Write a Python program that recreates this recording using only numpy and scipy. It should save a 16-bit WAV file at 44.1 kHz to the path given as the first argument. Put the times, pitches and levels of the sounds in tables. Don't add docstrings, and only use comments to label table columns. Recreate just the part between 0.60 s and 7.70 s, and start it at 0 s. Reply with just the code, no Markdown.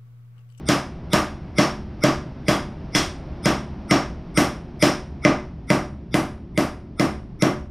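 import sys
import numpy as np
from scipy import signal
from scipy.fft import rfft, irfft
from scipy.io import wavfile
from scipy.ndimage import uniform_filter1d

SR = 44100
rng = np.random.default_rng(int(sys.argv[2]) if len(sys.argv) > 2 else 0)


def voltage_ratio(decibels):
    exponent = np.asarray(decibels, float) / 20
    return 10 ** exponent


def put_to_file(sound):
    columns = np.atleast_2d(sound).T
    safe = np.clip(columns, -1, 1)
    whole_steps = np.round(safe * 32767)
    wavfile.write(sys.argv[1], SR, whole_steps.astype(np.int16))


N = 313110

# [t/s, bench force level/dB, squareness on block/dB, steel ring level/dB, top fizz level/dB]
BLOWS = [(0.0879, -17, -3, 4, 4), (0.5328, -16, -5.5, 2.5, 3.5), (0.9844, -16, 5.5, 3, 0.5),
         (1.4371, -16, -2, 0.5, -1), (1.883, -16.5, 2.5, 1.5, 2.5), (2.3497, -20, 10.5, 12, 8.5),
         (2.8568, -16, 2.5, 0.5, 0), (3.3106, -14, 6.5, -0.5, -4.5), (3.775, -14, 5.5, -0.5, 4.5),
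         (4.2258, -14, 4.5, 3, 2.5), (4.65, -13.5, 10.5, -6, -13), (5.1026, -15, 6.5, -5, -2.5),
         (5.5422, -16, 5.5, -5, 1), (5.9764, -16.5, 4.5, -5, 0.5), (6.3966, -16, 3, -4.5, -2),
         (6.8231, -14, 2.5, -7, -4)]
BLOW_S, FORCE_DB, SQUARE_DB, RING_REL_DB, FIZZ_REL_DB = np.transpose(BLOWS)
# [f/Hz, level/dB, t60/s]
WOOD_MODES = [(137.7, -8.5, 0.61), (161, -7.5, 0.15), (189.8, 3.5, 0.097), (200.9, -4, 0.23),
              (213.6, -7.5, 0.97), (255, -50, 0.28), (298, 3, 0.2), (326, -11.5, 0.13), (366, -3.5, 0.41),
              (421.2, -39.5, .25),
              (383, -38, 0.091), (537.4, -19.5, 0.76), (591, -15, 0.48), (600, 4, 0.18), (663, -1, 0.045),
               (739, -9.5, 0.35), (884, -11.5, 0.093), (937, -2.5, 0.068), (1108, -16, .25),
               (1143, -15.5, 0.45), (1218, -5.5, 0.23), (1378, -32, 0.099)]
# [f/Hz, level/dB, t60/s]
STEEL_MODES = [(2790, -15, 0.0072), (3340, -5, 0.013), (4460, -11, 0.016), (4930, -4, .03), (5195, -3, .03),
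               (5525, 4, 0.015), (5605, 2.5, .03), (5870, -4, .03), (6900, -16.5, .02), (7800, -19, 0.017),
               (8270, -12, .02), (8850, -6, .02), (9380, -10, 0.011), (10130, -8.5, 0.0074)]
# [f/Hz, level/dB, t60/s]
CLANK_MODES = [
    (2057, -18.5, 0.01),
    (2058, -0.5, 0.034),
    (2306, -4, 0.025),
]
# [t after push/s, level/dB]
ECHOES = [
    (0, 3.5),
    (.0064, -1),
    (0.0291, -4),
    (.049, -8),
    (.068, -5),
]
# [f/Hz, level/dB per Hz]
GARAGE_COLOUR = [(59, -40), (100, 1.5), (301, 2), (422, -21.5), (568, -7), (780, -15), (1120, -13),
                 (4250, -30), (5720, -29), (7060, -37.5), (10300, -39.5), (14200, -47), (15800, -66)]
# [f/Hz, t60/s]
GARAGE_T60 = [(100, 0.72), (260, 0.25), (700, 0.38), (1840, 0.36), (4850, 0.33), (12800, 0.21)]
# [f/Hz, level/dB per Hz]
RUMBLE = [(15, -18), (26, 3.5), (32, -2.5), (39, -4.5), (52, 2), (62, 4), (77, 6.5), (99, -7.5), (125, 1.5),
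          (200, -3.5), (260, -7), (370, -10), (450, -22)]
# [f/Hz, level/dB per Hz]
ROAD = [(240, -26), (400, 3.5), (461, 0), (640, 3), (1210, -7), (1420, -10), (2210, -14), (4010, -22.5),
        (5560, -23), (7190, -46.5), (12000, -47.5), (15600, -74.5), (22000, -120)]
# [t/s, tyre hiss level/dB]
TRAFFIC = [
    (0, -45.5),
    (1.2, -46),
    (2.8, -43.5),
    (3.5, -45.5),
    (4.4, -48),
    (5.57, -54.5),
    (6.8, -54),
    (7.1, -66),
]
AHEAD_HZ = [1300, 2150, 3550, 5050, 5600, 8800, 9900, 11000]

PUSH_LAG_S, PUSH_S = 0.00054, 0.0042
TICK_DB, TICK_YIELDS = 10, 0.6
RING_DB, FIZZ_DB = -7.5, -11.5
DULLING_DB_PER_S = 0.82
PLATEAU_S = 0.045
FAN_DB, ENGINE_DB = -35, 10.5
CYCLE_S, WORST_PHASE, AHEAD_DB_MEAN, AHEAD_DB_SWING = 0.015564, 0.48, -7, 4.4


def tick():
    dying = np.exp(-np.arange(600) / SR / 0.0017)
    levels_db = FORCE_DB + TICK_DB - TICK_YIELDS * SQUARE_DB - 2.0
    return band(rng.standard_normal(N) * after_blow(levels_db, dying), 1400, 7300)


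def push():
    pulse = np.sin(np.pi * np.clip(np.arange(300) / SR / PUSH_S, 0, 1))
    return voltage_ratio(-0.5) * convolve(arrivals(FORCE_DB), pulse)


def arrivals(levels_db):
    return sum(train(levels_db + db, PUSH_LAG_S + s) for s, db in ECHOES)


def struck(modes, level_db, spread_db, drive):
    luck = np.clip(rng.standard_normal((len(BLOWS), len(modes))), -1.5, 1.5)
    out = np.zeros(N)
    for k, (hz, db, t60_s) in enumerate(modes):
        sign = (-1) ** k if hz > 400 else 1
        levels_db = strength(hz) + db + level_db + spread_db * luck[:, k]
        out += sign * ring(drive(levels_db), hz, t60_s)
    return out


def metal(knock_wet_db=-39, wet_db=-26, t60_s=0.32):
    scatter = rng.standard_normal(N)

    def scattered(levels_db, share_db=wet_db):
        return train(levels_db) + scatter * after_blow(levels_db + share_db, fading(t60_s))

    knock = np.zeros(N)
    for hz, db, mode_t60_s in CLANK_MODES:
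        levels_db = FORCE_DB + SQUARE_DB + db - 2.5
        knock += ring(scattered(levels_db, knock_wet_db), hz, mode_t60_s)
    damped = [(hz, db, min(mode_t60_s, 90 / hz)) for hz, db, mode_t60_s in STEEL_MODES]
    return knock + struck(damped, 1.6, 2.7, scattered)


def strength(hz):
    regions = np.log([350, 900, 5300, 10500])
    levels_db = []
    for s, force_db, square_db, ring_db, fizz_db in BLOWS:
        rel_db = [0, 4.0 - DULLING_DB_PER_S * s, RING_DB + ring_db, FIZZ_DB + fizz_db]
        levels_db.append(force_db + np.interp(np.log(hz), regions, rel_db))
    return np.array(levels_db)


def garage(change=0.44):
    t, out = np.arange(SR // 2) / SR, np.zeros(N)
    edges_hz = 250 * 2 ** np.arange(0, 6.2, 0.4)
    for low_hz, high_hz in zip(edges_hz, edges_hz[1:]):
        hz = np.sqrt(low_hz * high_hz)
        levels_db = strength(hz) - strength(hz).mean() + at_hz(GARAGE_COLOUR, hz) + 6
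        build_up = 1 - np.exp(-t / (0.0016 + 2.8 / hz))
        shape = build_up * fading(0.98 * at_hz(GARAGE_T60, hz))
        fixed = after_blow(levels_db, shape * rng.standard_normal(len(t)))
        fresh = after_blow(levels_db, shape) * rng.standard_normal(N)
        out += band(fixed + change * fresh, low_hz, high_hz)
    return out


def fading(t60_s):
    t = np.arange(SR // 2) / SR
    return voltage_ratio(-60 * (np.hypot(t, PLATEAU_S) - PLATEAU_S) / np.clip(t60_s, 0.05, 2))


def outside():
    s, hiss_db = np.transpose(TRAFFIC)
    hiss = voltage_ratio(np.interp(np.arange(N) / SR, s, hiss_db))
    rumble = np.hypot(voltage_ratio(FAN_DB), voltage_ratio(ENGINE_DB) * hiss)
    return rumble * coloured(RUMBLE) + hiss * coloured(ROAD)


def noise_ahead(x, patchy_db=5):
    out, size = np.zeros(N), 1408
    rise = voltage_ratio(-33 * (1 - np.arange(size) / size))
    hz = np.fft.rfftfreq(size, 1 / SR)[:, None]
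    luck = rng.standard_normal((len(BLOWS), len(AHEAD_HZ)))
    noise = rng.standard_normal((len(BLOWS), size))
    upper = band(x, 900, 12000)
    bumps = np.exp(-((hz - AHEAD_HZ) / (120 + 0.03 * hz)) ** 2)
    for k, s in enumerate(BLOW_S):
        at = int(s * SR)
        attack = upper[at:at + 512]
        colour = uniform_filter1d(np.abs(rfft(attack, size)) ** 0.75, size=15)
        patches = 0.05 + bumps @ voltage_ratio(patchy_db * luck[k])
        spread = rms_one(irfft(rfft(noise[k]) * colour * patches, size))
        level_db = AHEAD_DB_MEAN + AHEAD_DB_SWING * np.cos(2 * np.pi * (s / CYCLE_S - WORST_PHASE))
        out[at - size:at] = rise * spread * attack.std() * voltage_ratio(level_db)
    return out


def band(x, low_hz, high_hz):
    edges_hz = [low_hz, min(high_hz, 0.45 * SR)]
    return signal.sosfilt(signal.butter(2, edges_hz, "band", fs=SR, output="sos"), x)


def rms_one(x):
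    return x / np.sqrt(np.mean(x ** 2) + 1e-20)


def at_hz(points, hz):
    table_hz, values = np.transpose(points)
    return np.interp(np.log(hz), np.log(table_hz), values)


def convolve(x, response):
    return signal.fftconvolve(x, response)[:N]


def train(levels_db, lag_s=0):
    out = np.zeros(N)
    out[((BLOW_S + lag_s) * SR).astype(int)] = voltage_ratio(levels_db)
    return out + 1e-18


def ring(x, hz, t60_s):
    r, w = voltage_ratio(-60 / (t60_s * SR)), 2 * np.pi * hz / SR
    return signal.lfilter([0, np.sin(w)], [1, -2 * r * np.cos(w), r * r], x)


def after_blow(levels_db, shape):
    starts = (BLOW_S * SR).astype(int)
    last = np.maximum(np.searchsorted(starts, np.arange(N), "right") - 1, 0)
    since = np.arange(N) - starts[last]
    return voltage_ratio(levels_db)[last] * shape[np.clip(since, 0, len(shape) - 1)] * (since >= 0)


def coloured(spectrum):
    hz = np.fft.rfftfreq(N, 1 / SR) + 1
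    inside = (hz > spectrum[0][0]) & (hz < spectrum[-1][0])
    return rms_one(irfft(rfft(rng.standard_normal(N)) * voltage_ratio(at_hz(spectrum, hz)) * inside, N))


def scene():
    wood = struck(WOOD_MODES, -7.5, 2.63, arrivals)
    blows = tick() + push() + wood + metal() + garage()
    blows = signal.sosfilt(signal.butter(6, 115, "high", fs=SR, output="sos"), blows)
    return np.tile(blows + outside(), (2, 1))


def band_limit(x):
    return signal.sosfilt(signal.butter(12, 16030, fs=SR, output="sos"), x)


def record(dry):
    x = voltage_ratio(-2.0) * dry
    x = 1.8 * np.tanh(x / 1.8)
    top = signal.sosfilt(signal.cheby2(10, 50, 10900, "high", fs=SR, output="sos"), x[0])
    side = voltage_ratio(-1.5) * top * np.sign(band(rng.standard_normal(N), 30, 300))
    x = x + noise_ahead(x[0]) + side * [[1], [-1]]
    x = signal.sosfilt(signal.cheby2(16, 60, 15650, fs=SR, output="sos"), x)
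    return band_limit(x)


dry = scene()
out = record(dry)
put_to_file(out)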